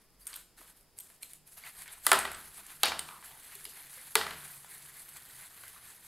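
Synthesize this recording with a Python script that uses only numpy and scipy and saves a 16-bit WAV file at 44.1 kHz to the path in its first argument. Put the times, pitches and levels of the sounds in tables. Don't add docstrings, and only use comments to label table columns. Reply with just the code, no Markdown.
import sys
import numpy as np
from scipy import signal
from scipy.fft import rfft, irfft, next_fast_len
from scipy.io import wavfile
from scipy.ndimage import uniform_filter1d

SR = 44100
rng = np.random.default_rng(int(sys.argv[2]) if len(sys.argv) > 2 else 0)


def volts_from_db(level):
    exponent = np.asarray(level, float) / 20
    return 10 ** exponent


def generate_wav(sig):
    pcm = np.round(np.clip(np.atleast_2d(sig).T, -1, 1) * 32767).astype(np.int16)
    wavfile.write(sys.argv[1], SR, pcm)


N = 267671

# (frequency [Hz], density [dB per Hz])
AIR_SPECTRUM = [(29, -11), (50, -14), (179, -12), (238, -16), (467, -17.5), (566, -20.5), (623, -20),
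                (873, -22), (1280, -25), (4160, -30.5), (5040, -24), (6110, -35), (9880, -34),
                (15600, -34.5)]
# (frequency [Hz], gain [dB])
AIR_SIDE_SPECTRUM = [(25, -5), (125, -10), (800, -10.5), (3500, -19.5), (5000, -0.5), (7200, 2),
                     (8800, -1.5), (9500, -25)]
AIR_DB, RUMBLE_FLOOR_DB = -68.5, -79
# (time [s], half width [s], level [dB])
RUMBLE_SWELLS = [
    (.3, 0.37, -85),
    (1.7, 0.204, -89),
    (2.1, 0.46, -68),
    (2.95, 0.38, -75),
    (3.572, .2, -74),
    (4.3, .2, -71),
]
# (time [s], half width [s], level [dB], frequency [Hz])
MOTOR_LOADS = [(.4, 0.38, -73.5, 38.04), (1.449, 0.18, -76, 151), (2.05, 0.175, -70, 155),
               (2.65, 0.068, -72, 196.4), (2.95, 0.18, -68, 152.4), (3.6, .3, -76, 136.8),
               (4.55, 0.4, -68.5, 142.2), (5.3, 0.12, -77.5, 149.2), (4.6, .5, -83, 118),
               (5.751, 0.4, -74.5, 120.1), (5.5, 0.4, -76.5, 75)]
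HUM_WAVER_HZ = 2.34

# (frequency [Hz], density [dB per Hz])
BRISTLE_SPECTRUM = [(2650, -22), (4500, -11), (5480, -16.5), (6820, -11.5), (8020, -7), (11000, -2),
                    (12300, -4.5), (15600, -19)]
# (frequency [Hz], density [dB per Hz])
GLOVE_SPECTRUM = [(240, -64), (400, -13.5), (439, -13.5), (482, -56), (630, -10), (1840, -3), (2710, -8.5),
                  (4220, -9), (5460, -22), (6500, -13.5), (8450, -51), (14300, -120)]
FLICKS_PER_S = 12000
FLICK_SPREAD_DB = 1.2
BUNCH_DB, BUNCH_SPAN_S = 1.15, .012
HISS_PATCH_DB, RUB_PATCH_DB = 1.7, 2.1
# (start [s], length [s], bristle hiss [dB], glove rub [dB])
DABS = [(0, 0.0086, -63.5, -69), (0.186, 0.076, -60, -72), (0.254, 0.15, -55, -58.5),
        (0.562, .15, -56.5, -63), (0.742, 0.04, -65.5, -71.5), (0.958, 0.2, -58.5, -68),
        (1.202, 0.051, -56.5, -64), (1.279, 0.076, -57, -69), (1.454, 0.038, -57, -67),
        (1.506, 0.036, -53.5, -69), (1.561, 0.017, -49.5, -54.5), (3.224, 0.089, -52, -57.5)]
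LAND_S, SAG_DB_PER_S, LIFT_DB_PER_S = 0.02, 23, 330
# (hardest at [s], half width [s], bristle hiss [dB], glove rub [dB])
STROKES = [(1.671, 0.026, -50, -49.5), (1.803, 0.03, -48.5, -56), (1.92, 0.04, -65, -56.5),
           (2.06, 0.016, -43.5, -54), (2.4, 0.07, -54, -59.5), (2.582, 0.033, -50.5, -57),
           (2.713, 0.036, -54, -57), (2.82, 0.024, -55.5, -64), (3.09, 0.036, -55.5, -72),
           (3.53, 0.11, -53.5, -59.5), (3.63, .025, -61, -76), (3.7, 0.022, -50.5, -68),
           (3.8, 0.067, -54, -59), (3.94, 0.032, -52, -76), (4.06, 0.16, -52, -60),
           (4.41, 0.11, -54.5, -56), (4.52, 0.085, -51.5, -66), (4.728, .028, -51.5, -69),
           (4.82, 0.16, -56.5, -62.5), (5.009, 0.039, -52, -68), (5.09, 0.0064, -52, -58.5),
           (5.169, 0.032, -53, -57.5), (5.33, 0.091, -55.5, -62.5), (5.43, 0.032, -54, -61.5),
           (5.64, 0.11, -55, -63), (5.78, 0.016, -75, -63), (5.89, 0.043, -55, -61),
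           (6.07, 0.02, -54.5, -68)]
DOWN_S = 1.57
RESTING_DB, LIFTED_DB = (-57.5, -63.5), (-76, -83)

# (time [s], level [dB])
SNAPS = [(.104, -59), (.76, -64), (.7721, -52), (.7864, -58), (.8092, -52), (0.829, -58), (.855, -65),
         (1.1196, -52), (1.1618, -56), (1.475, -44.5), (2.7665, -53), (4.514, -50), (4.827, -49),
         (5.169, -38.5), (6.034, -56)]
SNAP_TICK_HZ = 11000
# (time [s], steel tick [dB], crack [dB], tick frequency [Hz])
CLINKS = [(.2094, -52, -68, 13000), (.255, -46, -67, 10300), (0.2686, -28.5, -48, 8660),
          (0.2756, -31.5, -52, 10900), (0.33, -43, -38.5, 8520), (0.3402, -33, -41, 8850),
          (0.359, -34, -42, 10700), (0.3628, -32, -59, 11860), (0.98, -42, -69, 12300),
          (0.9871, -31, -47.5, 8230), (1.0005, -37, -48.5, 8850), (1.0046, -36, -50, 12200),
          (1.2257, -36.5, -51, 8760), (1.23, -29.5, -40, 9400), (1.2384, -53, -57, 12500),
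          (1.334, -35, -49, 10400), (1.8205, -32, -44, 8550), (1.8785, -39, -46, 8050),
          (2.189, -18.5, -32, 8900), (2.3322, -39, -56, 11200), (2.3466, -48, -42, 8450),
          (2.6652, -36.5, -52, 9100), (2.992, -23, -30, 8600), (3.5527, -33, -43.5, 11400),
          (3.6422, -35, -58, 11200), (3.6526, -35, -37, 11200), (3.8064, -43, -65, 12000),
          (4.48, -39, -65, 8900), (5.3634, -46, -60, 10000), (5.68, -39, -51, 10300)]
CLINK_THUD_DB, CLINK_THUD_HZ = -11, 2200
# (time [s], thud [dB], steel tick [dB], thud frequency [Hz])
KNOCKS = [(0.608, -53.5, -44, 1210), (.6142, -51, -48, 624), (1.1, -54.5, -49, 990),
          (1.6364, -49, -60, 2210), (1.8582, -47, -66, 1600), (2.2515, -27, -37, 1890),
          (2.2755, -40, -54, 1530), (2.3159, -38, -31.5, 867), (2.918, -29, -58, 1230),
          (3.087, -40.5, -58, 1150), (3.108, -46, -56, 1400), (3.2253, -46, -58, 1090),
          (4.2117, -25, -46, 1910), (4.2656, -31.5, -43, 1310), (4.3074, -33.5, -39, 2400),
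          (4.3324, -41.5, -54, 1210), (5.64, -57, -60, 290), (3.975, -51, -60, 697),
          (4.645, -49, -47, 1040), (5.09, -76, -44, 1390), (5.6356, -45.5, -42, 1530)]
KNOCK_CRACK_DB, KNOCK_TICK_HZ = -10, 11200
# (time [s], steel tick [dB], crack [dB], thud [dB], thud frequency [Hz])
DROPS = [
    (2.0658, -10, -16, -22, 1410),
    (2.0901, -33, -50, -30.5, 1180),
    (2.1164, -10, -16, -13, 1220),
    (2.13, -14, -30, -19, 1310),
    (2.833, -11.5, -13, -18, 830),
    (2.8557, -23, -26, -29, 2080),
    (2.882, -35, -32, -32, 2400),
    (4.154, -9, -14.5, -16.5, 2050),
]
DROP_TICK_HZ = 10300
TICK_HZ, CRACK_HZ, THUD_HZ = (7000, 13800), (2310, 5510), (485, 3180)
THUD_BELOW, THUD_ABOVE = .6, 2.1
# (frequency [Hz], level [dB], t60 [s])
TUB_MODES = [(387, -4, 0.19), (463, -31, 0.16), (760, -36, 0.15), (867, -6, 0.035), (1200, 12.5, 0.069),
             (1277, 1, 0.15), (1405, 14, 0.034), (1667, 8.5, 0.13), (1740, 6, 0.073), (2405, 18.5, 0.04)]
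WALL_HZ = (380, 3000)
BASS_CUT_HZ = 420

# (time [s], frequency [Hz], level [dB], t60 [s])
NOTES = [(2.191, 8400, -37, .26), (2.191, 11205, -38, .15), (2.1897, 10490, -42, .12),
         (2.993, 8755, -52, .3), (.362, 12310, -54, .3), (1.232, 12378, -53, .2), (1.232, 12446, -55, .2),
         (2.993, 8660, -38, .06), (.215, 4700, -64, .1), (3.553, 390, -55, .1), (3.655, 300, -59, .07),
         (3.972, 520, -57, .08), (4.1535, 441, -32, .16), (.269, 8600, -36, .03), (.341, 8470, -46, .1),
         (1.005, 12200, -46, .08), (1.005, 8400, -50, .1), (2.117, 8450, -34, .08), (2.155, 8700, -38, .04),
         (2.346, 8200, -36, .014), (3.651, 11100, -42, .04), (3.655, 4950, -54, .15), (2.12, 72, -54, .5),
         (2.85, 76, -53, .4), (4.17, 74, -52, .35), (4.16, 170, -50, .3), (2.12, 150, -56, .35),
         (2.12, 390, -31, .2), (2.118, 1368, -30, .15), (2.833, 800, -32, .08), (2.856, 8700, -36, .04),
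         (1.23, 2290, -41, 0.017), (1.8798, 1500, -43, 0.015), (2.0674, 1180, -24, 0.043),
         (2.0663, 2000, -29, 0.046), (2.118, 2580, -22.5, 0.026), (2.1165, 680, -33, 0.19),
         (2.1305, 867, -32, 0.036), (4.155, 396, -39, 0.2), (2.13, 1304, -24.5, 0.12),
         (2.8337, 857, -29, 0.038), (2.833, 1400, -25.5, 0.042), (2.8328, 2690, -22.5, 0.035),
         (2.833, 3840, -21.5, 0.024), (2.8327, 4320, -25, 0.042), (2.9922, 3000, -41, 0.029),
         (4.1542, 884, -25, 0.04), (4.1542, 2254, -24, 0.023), (4.1541, 4090, -19.5, 0.015),
         (2.191, 8460, -40, .3), (2.255, 11205, -53, .35), (2.993, 8730, -39, 0.061),
         (1.23, 4200, -42, .018), (.268, 1450, -54, .03), (.2686, 3500, -52, .05), (.33, 4000, -46, .015),
         (.34, 1200, -52, .03), (.359, 1500, -43, .015), (.359, 4100, -44, .015), (3.6525, 2900, -42, .025),
         (3.642, 9000, -46, .04),
         (2.1302, 1350, -12, .012), (2.1168, 1300, -12, .014), (.413, 900, -56, .01),
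        (.675, 1200, -55, .008), (.675, 3000, -57, .008), (2.886, 3000, -26, .006), (4.176, 1500, -30, .02),
        (4.232, 1300, -34, .02), (4.278, 2000, -36, .02), (1.6366, 2220, -41.5, .03),
        (1.6366, 4570, -46, .015), (1.8202, 2030, -43, .012), (1.8586, 1590, -40, .012),
        (1.8776, 2200, -43, .015), (3.087, 1300, -37, .015), (3.108, 1400, -42, .015),
        (3.557, 9000, -42, .015), (4.311, 1300, -35, .015), (4.646, 1090, -42, .012),
        (5.088, 1410, -50, .012), (5.135, 2050, -51, .015), (5.302, 1500, -50, .012),
        (5.401, 1570, -44, .015), (5.514, 1630, -51, .012), (5.634, 1110, -46, .015),
        (5.665, 1980, -48, .015), (5.76, 1180, -49, .03), (5.886, 1770, -49, .015),
        (5.937, 1500, -49, .012)]
# (time [s], frequency [Hz], level [dB], t60 [s])
HEAP = [(2.118, 621, -35, 0.22), (2.118, 736, -29, .08), (2.118, 1018, -31, .13), (2.118, 1733, -34, .15),
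        (2.118, 1938, -37, .2), (2.068, 620, -37, .05), (2.068, 1440, -30, 0.044),
        (2.253, 398.6, -43, 0.18), (2.253, 730, -33, .04), (2.253, 1935, -39, .06), (2.833, 764, -29, .09),
        (2.918, 789, -38, .04), (2.945, 820, -42, .08), (2.862, 390, -42, .05), (4.154, 790, -24, .035),
        (4.154, 1180, -25, .04), (4.154, 1483, -32.5, .06), (4.154, 1947, -33, .06),
        (4.2648, 860, -42, .03), (4.19, 830, -36, .15), (4.18, 330, -44, .1), (2.17, 800, -34, .15),
        (2.07, 330, -40, .1), (4.2116, 1400, -38, .03), (4.309, 1600, -38, .04), (4.309, 2900, -40, .02),
        (4.309, 4200, -40, .015)]
RING_BEAT, HEAP_BEAT, HEAP_BEAT_HZ = .4, .8, 31

# (frequency [Hz], t60 [s])
ROOM_T60 = [(70, 3.3), (200, 0.63), (500, 0.41), (1500, 0.56), (4000, 0.38), (8000, 0.44), (15000, 0.31)]
# (frequency [Hz], gain [dB])
ROOM_SPECTRUM = [(60, -4), (160, 8), (260, 3), (500, 1), (2000, 0.5), (6000, 2), (15000, -8.5)]
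BENCH_DB, BENCH_T60_S = 16.5, 0.018
# (time [s], level [dB], length [s], frequency
# [Hz])
SWISHES = [(.80, -67, 0.044, 11300), (1.93, -46.5, 0.014, 9850), (1.671, -48, 0.011, 2060),
           (3.14, -54, 0.059, 1110), (3.77, -57.5, 0.021, 1990), (4.731, -58.5, 0.037, 1900),
           (4.971, -60.5, .03, 1900), (5.169, -61, 0.023, 1900), (5.43, -58.5, 0.025, 2190),
           (5.671, -61, 0.029, 1900), (5.901, -66, 0.025, 1710), (3.99, -59, 0.039, 1940),
           (1.876, -52, .012, 2000), (1.888, -55.5, .01, 3400), (2.862, -35.5, 0.021, 2300),
           (2.865, -40, 0.024, 4300), (2.886, -43.5, .02, 6500), (3.331, -63, 0.069, 850),
           (3.536, -57, .018, 2400), (4.9, -61, .025, 1800), (5.77, -61, .018, 1250), (.61, -65, .015, 350),
           (.35, -62, .05, 1350), (3.66, -64, .03, 400), (2.16, -38, .03, 950)]
DIP_HZ, DIP_WIDTH_HZ, DIP_SHARE = 5850, 1700, 0.57


def evened(x):
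    return x / np.sqrt(np.mean(x ** 2) + 1e-20)


def peaked(x):
    return x / abs(x).max()


def read(points, hz):
    f, value = np.transpose(points)
    return np.interp(np.log(hz + 1), np.log(f + 1), value)


def add(mix, time_s, sound):
    part = mix[round(time_s * SR):][:len(sound)]
    part += sound[:len(part)]


def colour(x, points):
    size = next_fast_len(len(x))
    gain = volts_from_db(read(points, np.fft.rfftfreq(size, 1 / SR)))
    return irfft(rfft(x, size) * gain, size)[:len(x)]


def band(x, lo_hz, hi_hz):
    sos = signal.butter(2, [lo_hz, min(hi_hz, 20000)], "bandpass", fs=SR, output="sos")
    return signal.sosfilt(sos, x)


def resonate(x, hz, width_hz):
    pole = np.exp((2j * np.pi * hz - np.pi * width_hz) / SR)
    return signal.lfilter([1], [1, -pole], x + 0j).real


def swells(time_s, width_s, level_db):
    t = np.arange(0, N / SR + .01, .001)
    bells = np.exp(-((t - time_s[:, None]) / width_s[:, None]) ** 2)
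    return t, volts_from_db(level_db)[:, None] ** 2 * bells


def hum():
    time_s, width_s, level_db, hz = np.transpose(MOTOR_LOADS)
    t, power = swells(time_s, width_s, level_db)
    at, out = np.arange(N) / SR, np.zeros(N)
    for f, p in zip(hz, power):
        drift = evened(uniform_filter1d(rng.standard_normal(len(t)), 80))
        waver = np.interp(at, t, drift)
        level = np.interp(at, t, np.sqrt(2 * p)) * (1 + 0.45 * waver)
        out += level * np.sin(2 * np.pi * np.cumsum(f + HUM_WAVER_HZ * waver) / SR)
    return out


def air():
    mid_noise, side_noise, low_noise = rng.standard_normal((3, N))
    mid = colour(mid_noise, AIR_SPECTRUM)
    level = volts_from_db(AIR_DB) / np.sqrt(np.mean(mid ** 2))
    side = colour(colour(side_noise, AIR_SPECTRUM), AIR_SIDE_SPECTRUM) * level
    t, power = swells(*np.transpose(RUMBLE_SWELLS))
    rumble_level = np.sqrt(power.sum(0) + volts_from_db(RUMBLE_FLOOR_DB) ** 2)
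    rumble = evened(band(low_noise, 7.1, 51.7)) * np.interp(np.arange(N) / SR, t, rumble_level)
    side = side + 0.2 * np.roll(rumble, SR // 3)
    return mid * level + rumble + hum() + np.array([side, -side])


def flutter(span_s):
    size = max(round(span_s * SR), 2)
    return evened(uniform_filter1d(uniform_filter1d(rng.standard_normal(N), size), size))


def patchy(x, depth_db, bins=3, frames=4):
    z = signal.stft(x, nperseg=256)[2]
    field = rng.standard_normal(z.shape[::-1])
    field = uniform_filter1d(uniform_filter1d(field, bins, 1), frames, 0)
    return signal.istft(z * volts_from_db(depth_db * evened(field).T), nperseg=256)[1][:N]


def pressure(column):
    time_s, width_s, *stroke_db = np.transpose(STROKES)
    t, power = swells(time_s, width_s, stroke_db[column])
    contact_db = np.where(t > DOWN_S, RESTING_DB[column], LIFTED_DB[column])
    power = power.sum(0) + volts_from_db(contact_db) ** 2
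    for start_s, length_s, *dab_db in DABS:
        u = t - start_s
        fall_db = SAG_DB_PER_S * u + LIFT_DB_PER_S * np.maximum(u - length_s, 0)
        landing = np.clip(u / LAND_S, 0, 1)
        power = power + (landing * volts_from_db(dab_db[column] - np.clip(fall_db, 0, 90))) ** 2
    return np.interp(np.arange(N) / SR, t, np.sqrt(power))


def brush():
    sizes = volts_from_db(FLICK_SPREAD_DB * np.minimum(rng.exponential(1, (2, N)), 6))
    slips = rng.random((2, N)) < FLICKS_PER_S / SR
    flicks = slips * rng.standard_normal((2, N)) * sizes
    bunches = volts_from_db(BUNCH_DB * flutter(BUNCH_SPAN_S))
    hiss = patchy(colour(flicks[0], BRISTLE_SPECTRUM), HISS_PATCH_DB, bins=8, frames=10)
    rub = patchy(colour(flicks[1], GLOVE_SPECTRUM), RUB_PATCH_DB)
    return (evened(hiss) * pressure(column=0) + evened(rub) * pressure(column=1)) * bunches


def blows():
    snaps = [(s, db, db - 11, db - 37, SNAP_TICK_HZ, CLINK_THUD_HZ) for s, db in SNAPS]
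    clinks = [(s, tick, crack, crack + CLINK_THUD_DB, hz, CLINK_THUD_HZ)
              for s, tick, crack, hz in CLINKS]
    knocks = [(s, tick, thud + KNOCK_CRACK_DB, thud, KNOCK_TICK_HZ, hz)
              for s, thud, tick, hz in KNOCKS]
    drops = [(s, tick, crack, thud, DROP_TICK_HZ, hz) for s, tick, crack, thud, hz in DROPS]
    return snaps + clinks + knocks + drops


def tub_wall(push, shift):
    wall = np.zeros(len(push))
    for (hz, db, t60_s), luck in zip(TUB_MODES, shift):
        wall += volts_from_db(db) * resonate(push, hz * (1 + 0.0285 * luck), 2.2 / t60_s)
    return peaked(band(wall, *WALL_HZ))


def impact(tick_db, crack_db, thud_db, tick_hz, thud_hz, luck):
    t = np.arange(luck.shape[1]) / SR
    contact = t / np.array([[.0004], [.0006], [.0009]])
    steel, edge, push = luck[:3] * contact * np.exp(-contact)
    tick = peaked(band(steel, *TICK_HZ)) + 2.14 * peaked(resonate(steel, tick_hz, 670))
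    crack = peaked(band(edge, *CRACK_HZ))
    knock = peaked(band(push, THUD_BELOW * thud_hz, THUD_ABOVE * thud_hz))
    knock = knock + 0.61 * peaked(band(resonate(push, thud_hz, 134), *THUD_HZ))
    wall_db = -6 + 0.25 * (thud_db + 20.5)
    thud = knock + volts_from_db(wall_db) * tub_wall(push, luck[3])
    near = [volts_from_db(tick_db - 6.5) * tick, volts_from_db(crack_db + 3.0) * crack, volts_from_db(thud_db - 1.0) * thud]

    click = 1. * (t == 0)
    low = band(click, *THUD_HZ)
    far = [band(click, *TICK_HZ), band(click, *CRACK_HZ), low + .04 * resonate(low, thud_hz, 700)]
    fed = sum(f * np.linalg.norm(n) / np.linalg.norm(f) for n, f in zip(near, far))
    return band(sum(near), BASS_CUT_HZ, SR / 2), fed


def ringing(hz, level_db, t60_s, beat, beat_hz):
    t = np.arange(SR // 2) / SR
    twin = 1 + beat * np.cos(2 * np.pi * beat_hz * t)
    build = np.minimum(t * hz / 4, 1)
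    return volts_from_db(level_db - 60 * t / t60_s) * np.sin(2 * np.pi * hz * t) * build * twin


def parts():
    near, far = np.zeros(N), np.zeros(N)
    for time_s, *blow in blows():
        direct, click = impact(*blow, rng.standard_normal((4, 4000)))
        add(near, time_s, direct)
        add(far, time_s, click)
    notes = [(s, ringing(hz, db, t60_s, RING_BEAT, .0016 * hz))
             for s, hz, db, t60_s in NOTES]
    notes += [(s, ringing(hz, db, t60_s, HEAP_BEAT, HEAP_BEAT_HZ + .02 * hz))
              for s, hz, db, t60_s in HEAP]
    for time_s, note in notes:
        add(near, time_s, note)
        add(far, time_s, .41 * note)
    return near, far


def room(x):
    hz, t, z = signal.stft(rng.standard_normal(SR), SR, nperseg=512)
    gain_db = read(ROOM_SPECTRUM, hz)[:, None] - 60 * t / read(ROOM_T60, hz)[:, None]
    tail = signal.istft(z * volts_from_db(gain_db), SR, nperseg=512)[1]
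    t = np.arange(len(tail)) / SR
    bench = tail * volts_from_db(BENCH_DB - 60 * t / BENCH_T60_S) * (t > .0015)
    tail = tail * np.clip(t / 0.012 - .2, 0, 1) + band(bench, BASS_CUT_HZ, SR / 2)
    return signal.fftconvolve(x, tail / np.linalg.norm(tail))[:N]


def swishes():
    out = np.zeros(N)
    t = np.arange(-4500, 4500) / SR
    for time_s, level_db, length_s, hz in SWISHES:
        puff = evened(band(rng.standard_normal(len(t)), hz * 0.837, hz * 1.19))
        add(out, time_s + t[0], volts_from_db(level_db) * puff * np.exp(-(t / length_s) ** 2))
    return out


def scene():
    near, far = parts()
    clanks = near + volts_from_db(-1.0) * room(far)
    dip = signal.lfilter(*signal.iirpeak(DIP_HZ, DIP_HZ / DIP_WIDTH_HZ, SR), clanks)
    return air() + brush() + clanks - DIP_SHARE * dip + swishes()


def top_cut(x):
    return signal.sosfilt(signal.butter(12, 16710, fs=SR, output="sos"), x)


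def record(dry):
    edge = signal.firwin(401, 15780, window=("kaiser", 7), fs=SR)
    mix = signal.oaconvolve(dry, edge[None], "same")
    return top_cut(mix)


dry = scene()
out = record(dry)
generate_wav(out)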